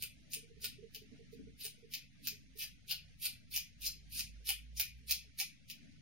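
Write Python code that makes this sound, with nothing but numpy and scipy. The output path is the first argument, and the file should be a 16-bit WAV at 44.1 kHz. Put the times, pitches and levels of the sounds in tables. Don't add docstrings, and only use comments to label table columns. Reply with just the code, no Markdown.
import sys
import numpy as np
from scipy import signal
from scipy.fft import rfft, irfft, next_fast_len
from scipy.io import wavfile
from scipy.ndimage import uniform_filter1d

SR = 44100
rng = np.random.default_rng(int(sys.argv[2]) if len(sys.argv) > 2 else 0)


def store_wav(level_fs):
    pcm = np.round(np.clip(np.atleast_2d(level_fs), -1, 1) * 32767)
    wavfile.write(sys.argv[1], SR, pcm.T.astype(np.int16))


def amplitude_ratio(level_db):
    exponent = np.asarray(level_db, float) / 20
    return 10 ** exponent


N = 265380
T = np.arange(N) / SR
SIZE = next_fast_len(N)
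HZ = np.fft.rfftfreq(SIZE, 1 / SR) + 1e-3


def on_log(table, hz):
    table_hz, value = np.transpose(table)
    return np.interp(np.log(hz), np.log(np.maximum(table_hz, 1)), value)


def unit(x):
    return x / np.sqrt(np.mean(x ** 2))


def walk(rate_hz):
    hold = int(SR / rate_hz)
    steps = np.repeat(rng.standard_normal(N // hold + 1), hold)
    return uniform_filter1d(uniform_filter1d(steps, hold), hold)[:N]


def causal(gain_db, size):
    cepstrum = irfft(gain_db * np.log(10) / 20)
    cepstrum[1:size // 2] *= 2
    cepstrum[size // 2 + 1:] = 0
    return irfft(np.exp(rfft(cepstrum)))


def filtered(x, order, hz, kind):
    return signal.sosfilt(signal.butter(order, hz, kind, fs=SR, output="sos"), x)


def notch(hz):
    centre_hz, width_hz, depth_db = 7590, 368, -24.5
    return depth_db / (1 + ((hz - centre_hz) / width_hz) ** 2)


def ring(x, hz, width_hz):
    pole = np.exp((2j * np.pi * hz - np.pi * width_hz) / SR)
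    return signal.lfilter([1], [1, -pole], x).imag


def mode_bank(x, modes):
    return sum(amplitude_ratio(level_db) * np.sqrt(width_hz / SR) * ring(x, hz, width_hz)
               for hz, width_hz, level_db in modes)


def clacks(count, spread_s):
    size = 256
    late = uniform_filter1d(rng.standard_normal((count, size // 2 + 1)), size=5, axis=1)
    late = size / 4 + np.clip(np.sqrt(5) * spread_s * SR * late, -size / 4, size / 2)
    return irfft(np.exp(-2j * np.pi * np.cumsum(late, axis=1) / size))


# shut_s [s], clack_db [dB], length_s [s], crackle_db [dB], treble_db [dB extra]
STROKES = [(.0246, -37, 0.14, -54.5, 1.5), (.3351, -37, 0.04, -51, 1), (.6446, -34.5, 0.043, -48.5, 1),
           (.9482, -44, .023, -64, -1), (1.3338, -71.5, 0.028, -69.5, 3.5), (1.6526, -39, 0.083, -51.5, 2),
           (1.9379, -35.5, 0.04, -51.5, -0.5), (2.272, -34.5, 0.053, -52.5, 4),
           (2.628, -48.5, 0.072, -45.5, 4), (2.9114, -33.5, 0.038, -42, 1),
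           (3.2551, -33.5, 0.069, -45.5, -2.1), (3.5629, -34, 0.064, -44, 3), (3.8651, -37, 0.07, -43.5, 4),
           (4.1946, -34, 0.1, -47, -1), (4.4917, -29, 0.046, -41.5, -8.5), (4.7981, -28, .05, -46, -1.8),
           (5.1104, -30.5, 0.045, -44.5, -3.5), (5.4011, -31, 0.029, -42, -5.3),
           (5.7008, -43, 0.024, -55.5, 0.3)]
# start_s [s], level_db [dB]
REOPENINGS = [
    (0.214, -83),
    (1.798, -80),
    (2.429, -81),
    (3.145, -88),
    (4.985, -82.5),
]


def strokes(hairs_per_s, scatter_db, bunching_db, swell_db):
    after_s, after_db = 0.0072, -4.5
    tip_db, tip_db_per_crackle_db, firm_crackle_db = -6, -0.5, -62.5
    grip_db, grip_db_per_crackle_db = -10.5, 0.37
    clack_treble_db = 6

    hairs = (rng.random(N) < hairs_per_s / SR) * rng.choice([-1, 1], N)
    hairs = hairs * amplitude_ratio(scatter_db * rng.exponential(size=N))
    hairs = unit(hairs * amplitude_ratio(bunching_db * walk(550)))
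    rows = STROKES + [(start_s, -99, .02, level_db, -12) for start_s, level_db in REOPENINGS]
    knocks = clacks(count=len(rows), spread_s=0.000661)
    out = np.zeros((4, N))
    for (shut_s, clack_db, length_s, crackle_db, treble_db), knock in zip(rows, knocks):
        shut = int(shut_s * SR) - len(knock) // 4
        near = slice(max(shut - 9000, 0), shut + 2000)
        left = (shut_s - T[near]) / length_s
        cut = np.clip(4 * (1.2 - left), 0, 1) * amplitude_ratio(crackle_db - swell_db * np.clip(left, 0, 2) ** 2.95)
        tearing = amplitude_ratio(after_db) * np.exp(np.minimum(shut_s - T[near], 0) / after_s)
        cut = cut * np.where(left < 0, tearing, 1)

        ring_db = tip_db + np.minimum(tip_db_per_crackle_db * (crackle_db - firm_crackle_db), 5)
        grip = amplitude_ratio(grip_db) * amplitude_ratio(grip_db_per_crackle_db * (crackle_db + 41))
        share = np.array([[1], [amplitude_ratio(treble_db) - 1], [amplitude_ratio(ring_db)], [grip]])
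        clack_share = share + [[0], [amplitude_ratio(clack_treble_db) - 1], [0], [4 * grip]]
        out[:, near] += share * cut * hairs[near]
        out[:, shut:shut + len(knock)] += clack_share * amplitude_ratio(clack_db + 23.0) * knock
    return out


def patches(x, depth_db, rate_hz):
    spectrum = rfft(x, SIZE)
    centres_hz = 1500 * 2 ** np.arange(0, 4, .5)
    place = np.log2(np.clip(HZ, centres_hz[0], centres_hz[-1]))
    out = 0
    for centre_hz in centres_hz:
        band = np.cos(np.pi * np.clip(place - np.log2(centre_hz), -.5, .5)) ** 2
        out = out + irfft(spectrum * band, SIZE)[:N] * amplitude_ratio(depth_db * walk(rate_hz))
    return out


# pitch_hz [Hz], level_db [dB per Hz]
STEEL_COLOUR = [(350, -75.5), (600, -51), (1000, -49.5), (1400, -35.5), (1900, -7.5), (2500, 12.5),
                (3400, 3.5), (5000, 4.5), (6900, 1.5), (9300, 7.5), (11000, 7), (13700, 6.5), (15600, 1.5)]
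# pitch_hz [Hz], width_hz [Hz], level_db [dB]
BLADE_MODES = [(2582, 248, -2.5), (9980, 300, -7), (13300, 8500, 3.5)]
# pitch_hz [Hz], width_hz [Hz], level_db [dB]
BLADE_RINGS = [(2455, 23, -6), (2657, 17.3, -11), (3027, 32, -15.5), (3400, 13, -16), (4365, 43, -22),
               (4790, 48, -15.5), (5366, 120, -7), (9630, 150, -14.5)]
# pitch_hz [Hz], width_hz [Hz], level_db [dB]
HANDLE_MODES = [(799, 35, -16.5), (1477, 59, -22.5)]


def scissors():
    size = 1024
    hz = np.fft.rfftfreq(size, 1 / SR) + 1
    full, treble, tips, grip = strokes(hairs_per_s=9700, scatter_db=2.5, bunching_db=3.5, swell_db=27.0)
    full = full + filtered(treble, 4, 10680, "high")
    colour = causal(on_log(STEEL_COLOUR, hz) + notch(hz), size)
    snaps = signal.fftconvolve(full, colour / np.linalg.norm(colour))[:N]

    modes = mode_bank(full, BLADE_MODES + BLADE_RINGS)
    modes = modes + mode_bank(tips, [(5050, 550, -1.5)])
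    modes = filtered(modes, 4, 1900, "high")
    hollow = filtered(mode_bank(grip, HANDLE_MODES), 3, [700, 1600], "band")
    return patches(snaps + modes, depth_db=3.5, rate_hz=99) + amplitude_ratio(-1.5) * hollow


# pitch_hz [Hz], t60_s [s]
TILE_DECAY = [(600, 0.074), (1000, 0.18), (1900, 0.32), (2500, 0.29), (4200, 0.25), (11000, 0.21),
              (16000, 0.13)]
WALL_S = [.0043, .0089, .0131]
# left_db [dB], right_db [dB]
WALL_DB = [(-6, -2.5), (-15.5, -10), (0.5, -20.5)]
# pitch_hz [Hz], left_minus_right_db [dB]
BALANCE = [(60, -3), (110, 11.5), (200, 14), (380, 22), (700, -1), (1290, 3.5), (2380, 3.5), (4400, 3),
           (8120, -1), (15000, -3.5)]


def bathroom(x, wet_db, build_s):
    size = 2 ** 14
    alike, lag_s = 0.47, 5e-5
    t, hz = np.arange(size) / SR, np.fft.rfftfreq(size, 1 / SR) + 1
    noise = rfft(rng.standard_normal((2, 2, size)))
    common = noise[:, 0] * np.exp(2j * np.pi * hz * lag_s)
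    noise[:, 1] = alike * common + np.sqrt(1 - alike ** 2) * noise[:, 1]
    tail = 0
    for centre_hz in 500 * 2 ** np.arange(0, 5.6, .5):
        band = irfft(noise * np.cos(np.pi * np.clip(np.log2(hz / centre_hz), -.5, .5)) ** 2)
        tail = tail + band * 1000. ** (-t / on_log(TILE_DECAY, centre_hz))
    tail *= amplitude_ratio(wet_db) * (1 - np.exp(-t / build_s)) ** 2

    early = np.zeros((2, size))
    early[[0, 1], [1, 0]] = 1
    for delay_s, (left_db, right_db) in zip(WALL_S, WALL_DB):
        early[[0, 1], int(delay_s * SR) + np.array([0, 3])] += amplitude_ratio(np.array([left_db, right_db]))

    place = 2 * np.pi * 1.1 * T
    sends = x * np.array([np.ones(N), np.cos(place), np.sin(place)])
    both = signal.fftconvolve(sends[:, None], np.array([early, *tail]), axes=2).sum(axis=0)[:, :N]
    balance = amplitude_ratio(np.outer([.5, -.5], on_log(BALANCE, HZ)))
    return irfft(rfft(both, SIZE) * balance, SIZE)[:, :N]


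# start_s [s], pitch_hz [Hz], level_db [dB]
ENGINE_LINE = [(0, 60.2, -77), (.2, 59.7, -73), (.6, 60.1, -67), (.9, 58.3, -89), (1.298, 60.5, -83.5),
               (1.502, 60, -59.5), (1.752, 59, -92), (2.402, 52.1, -71), (2.622, 50.6, -69),
               (3.45, 50.2, -76), (3.59, 50.6, -62), (3.77, 50.7, -71), (3.9, 50.2, -55.5),
               (4.1, 50.7, -58), (4.498, 53.85, -57), (4.818, 60.26, -63.5), (5.19, 62, -59),
               (5.6, 63.3, -88)]


def vehicle():
    boom_hz, boom_width_hz, boom_db = 119, 5, -8
    start_s, pitch_hz, level_db = np.transpose(ENGINE_LINE)
    hz, db = np.interp(T, start_s, pitch_hz), np.interp(T, start_s, level_db)
    phase = 2 * np.pi * np.cumsum(hz) / SR + np.array([[0], [.7]])
    heard = np.clip((start_s[-1] - T) / 0.14, 0, 1)
    boom = amplitude_ratio(boom_db + 8.4 * walk(6)) / (1 + ((2 * hz - boom_hz) / boom_width_hz) ** 2)
    drone = np.sin(phase) * amplitude_ratio(6.1 * walk(12)) + boom * np.sin(2 * phase)
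    return np.sqrt(2) * heard * amplitude_ratio(db + np.array([[-1.5], [1.5]])) * drone


# pitch_hz [Hz], level_db [dB per Hz]
RUMBLE = [(15, -59), (30, -19.5), (50, 7), (120, 6), (190, 3), (260, 3.5), (330, -7.5), (450, -40.5),
          (600, -25), (1200, -85)]
# start_s [s, moment of the peak], rise_s [s], fall_s [s], level_db [dB over rumble]
HOUSE_BUMPS = [
    (1.129, 0.024, 0.042, 15.5),
    (1.3, 0.19, 0.095, 9.5),
    (1.4, 0.07, 0.15, 21.5),
    (2.259, 0.047, 0.082, 12.5),
    (4.17, .05, 0.06, 6),
    (5.85, 0.14, 0.2, 3),
]
# pitch_hz [Hz], width_hz [Hz], level_db [dB]
HOUSE_MODES = [(118.5, 13, -72.5), (156.3, 4.7, -70)]
# pitch_hz [Hz], level_db [dB per Hz]
MIC_HISS = [(250, -9), (400, -6.5), (650, -10.5), (1000, -24), (1500, -9.5), (2300, -7.5), (3200, -11),
            (5000, -13), (7000, -15), (9500, -21), (13000, -32), (16000, -38.5)]


def floor():
    deep_db, upper_db, upper_fade_db_per_s, swell_db, hiss_db = -65.5, -70.5, -0.2, 3, -70.5
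    white = rfft(rng.standard_normal((2, 2, SIZE)))
    house = white[0] * amplitude_ratio(on_log(RUMBLE, HZ))
    upper = 1 / (1 + (185 / HZ) ** 8)
    bump_db = sum(np.interp(T, [start_s - rise_s, start_s, start_s + fall_s], [0, level_db, 0])
                  for start_s, rise_s, fall_s, level_db in HOUSE_BUMPS)
    deep = unit(irfft(house * (1 - upper), SIZE)[:, :N])
    deep = deep * amplitude_ratio(deep_db + swell_db * walk(5.6) + 0.25 * bump_db)
    drone = unit(irfft(house * upper, SIZE)[:, :N])
    drone = drone * amplitude_ratio(upper_db + upper_fade_db_per_s * T + swell_db * walk(7) + bump_db)
    modes = sum(amplitude_ratio(level_db) * unit(ring(rng.standard_normal((2, N)), hz, width_hz))
                for hz, width_hz, level_db in HOUSE_MODES)
    hiss = unit(irfft(white[1] * amplitude_ratio(on_log(MIC_HISS, HZ) + .5 * notch(HZ)), SIZE)[:, :N])
    return deep + drone + modes + hiss * amplitude_ratio(hiss_db + 3.5 + 0.98 * walk(27))


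# start_s [s], level_db [dB peak], pitch_hz [Hz]
BODY_TAPS = [(0.019, -60.5, 443), (.325, -64, 470), (0.369, -61.5, 443), (0.433, -63.5, 462),
             (0.503, -61.5, 459), (.567, -65.5, 442), (0.636, -63.5, 448), (0.787, -58.5, 418),
             (.831, -51, 452), (0.951, -61, 438), (1.02, -60.5, 427), (1.122, -64.5, 448),
             (1.196, -59, 455), (1.331, -54, 457), (1.393, -59.5, 440), (1.472, -60, 450),
             (1.647, -59.5, 436), (1.761, -70, 470), (1.832, -58, 456), (1.889, -69.5, 443),
             (2.323, -65, 419), (2.556, -64.5, 434)]


def camera_taps(width_hz, soft_s):
    side_db = np.array([[-15], [0]])
    out = np.zeros((2, N))
    for (start_s, level_db, pitch_hz), beat in zip(BODY_TAPS, rng.random((len(BODY_TAPS), 1))):
        near = slice(max(int(start_s * SR) - 400, 0), int(start_s * SR) + 6000)
        age_s = np.maximum(T[near] - start_s + 0.007, 0)
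        push = (1 - np.exp(-age_s / soft_s)) ** 2 * np.exp(-np.pi * width_hz * age_s)
        pair = np.sin(2 * np.pi * pitch_hz * age_s)
        pair = pair + 0.48 * np.sin(2 * np.pi * (.9 * pitch_hz * age_s + beat))
        out[:, near] += amplitude_ratio(level_db + 18 + side_db) * push * pair
    return out


def scene():
    snips = bathroom(scissors(), wet_db=-23.5, build_s=0.0023)
    return snips + camera_taps(width_hz=20.3, soft_s=0.0088) + vehicle() + floor()


# pitch_hz [Hz], threshold_db [dB over usual level]
LINE_GATE = [(200, -25), (330, 4), (700, 9), (1100, 14), (1650, 9), (2100, -5), (6500, -5), (7800, 7),
             (9000, -2), (12000, 2), (14500, 7), (16000, 16)]


def thin_out(x, follow, patchy_db):
    top_hz = 15900
    hz, _, z = signal.stft(x, SR, "cosine", 2048, 1024)
    power = np.abs(z) ** 2 + 1e-20
    usual = uniform_filter1d(np.median(power, axis=2), size=15, axis=1)[..., None]
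    total = power[:, hz > 2000].sum(axis=1)[:, None]
    lift = (total / np.median(total)) ** (follow + 0.043 * (hz < 1800))[:, None]
    threshold = usual * amplitude_ratio(2 * on_log(LINE_GATE, hz + 1))[:, None] * lift
    patchy = np.repeat(rng.standard_normal((2, 129, z.shape[2])), 8, axis=1)[:, :len(hz)]
    threshold = threshold * amplitude_ratio(patchy_db * patchy)
    kept = (hz < top_hz)[:, None] / (1 + (threshold / power) ** 8)
    return signal.istft(z * kept, SR, "cosine", 2048, 1024)[1][:, :N]


def top_cut(x):
    return signal.sosfilt(signal.butter(12, 16650, fs=SR, output="sos"), x)


def record(dry):
    mix = thin_out(dry, follow=0.21, patchy_db=18.0) - 0.00032
    return top_cut(mix)


dry = scene()
out = record(dry)
store_wav(out)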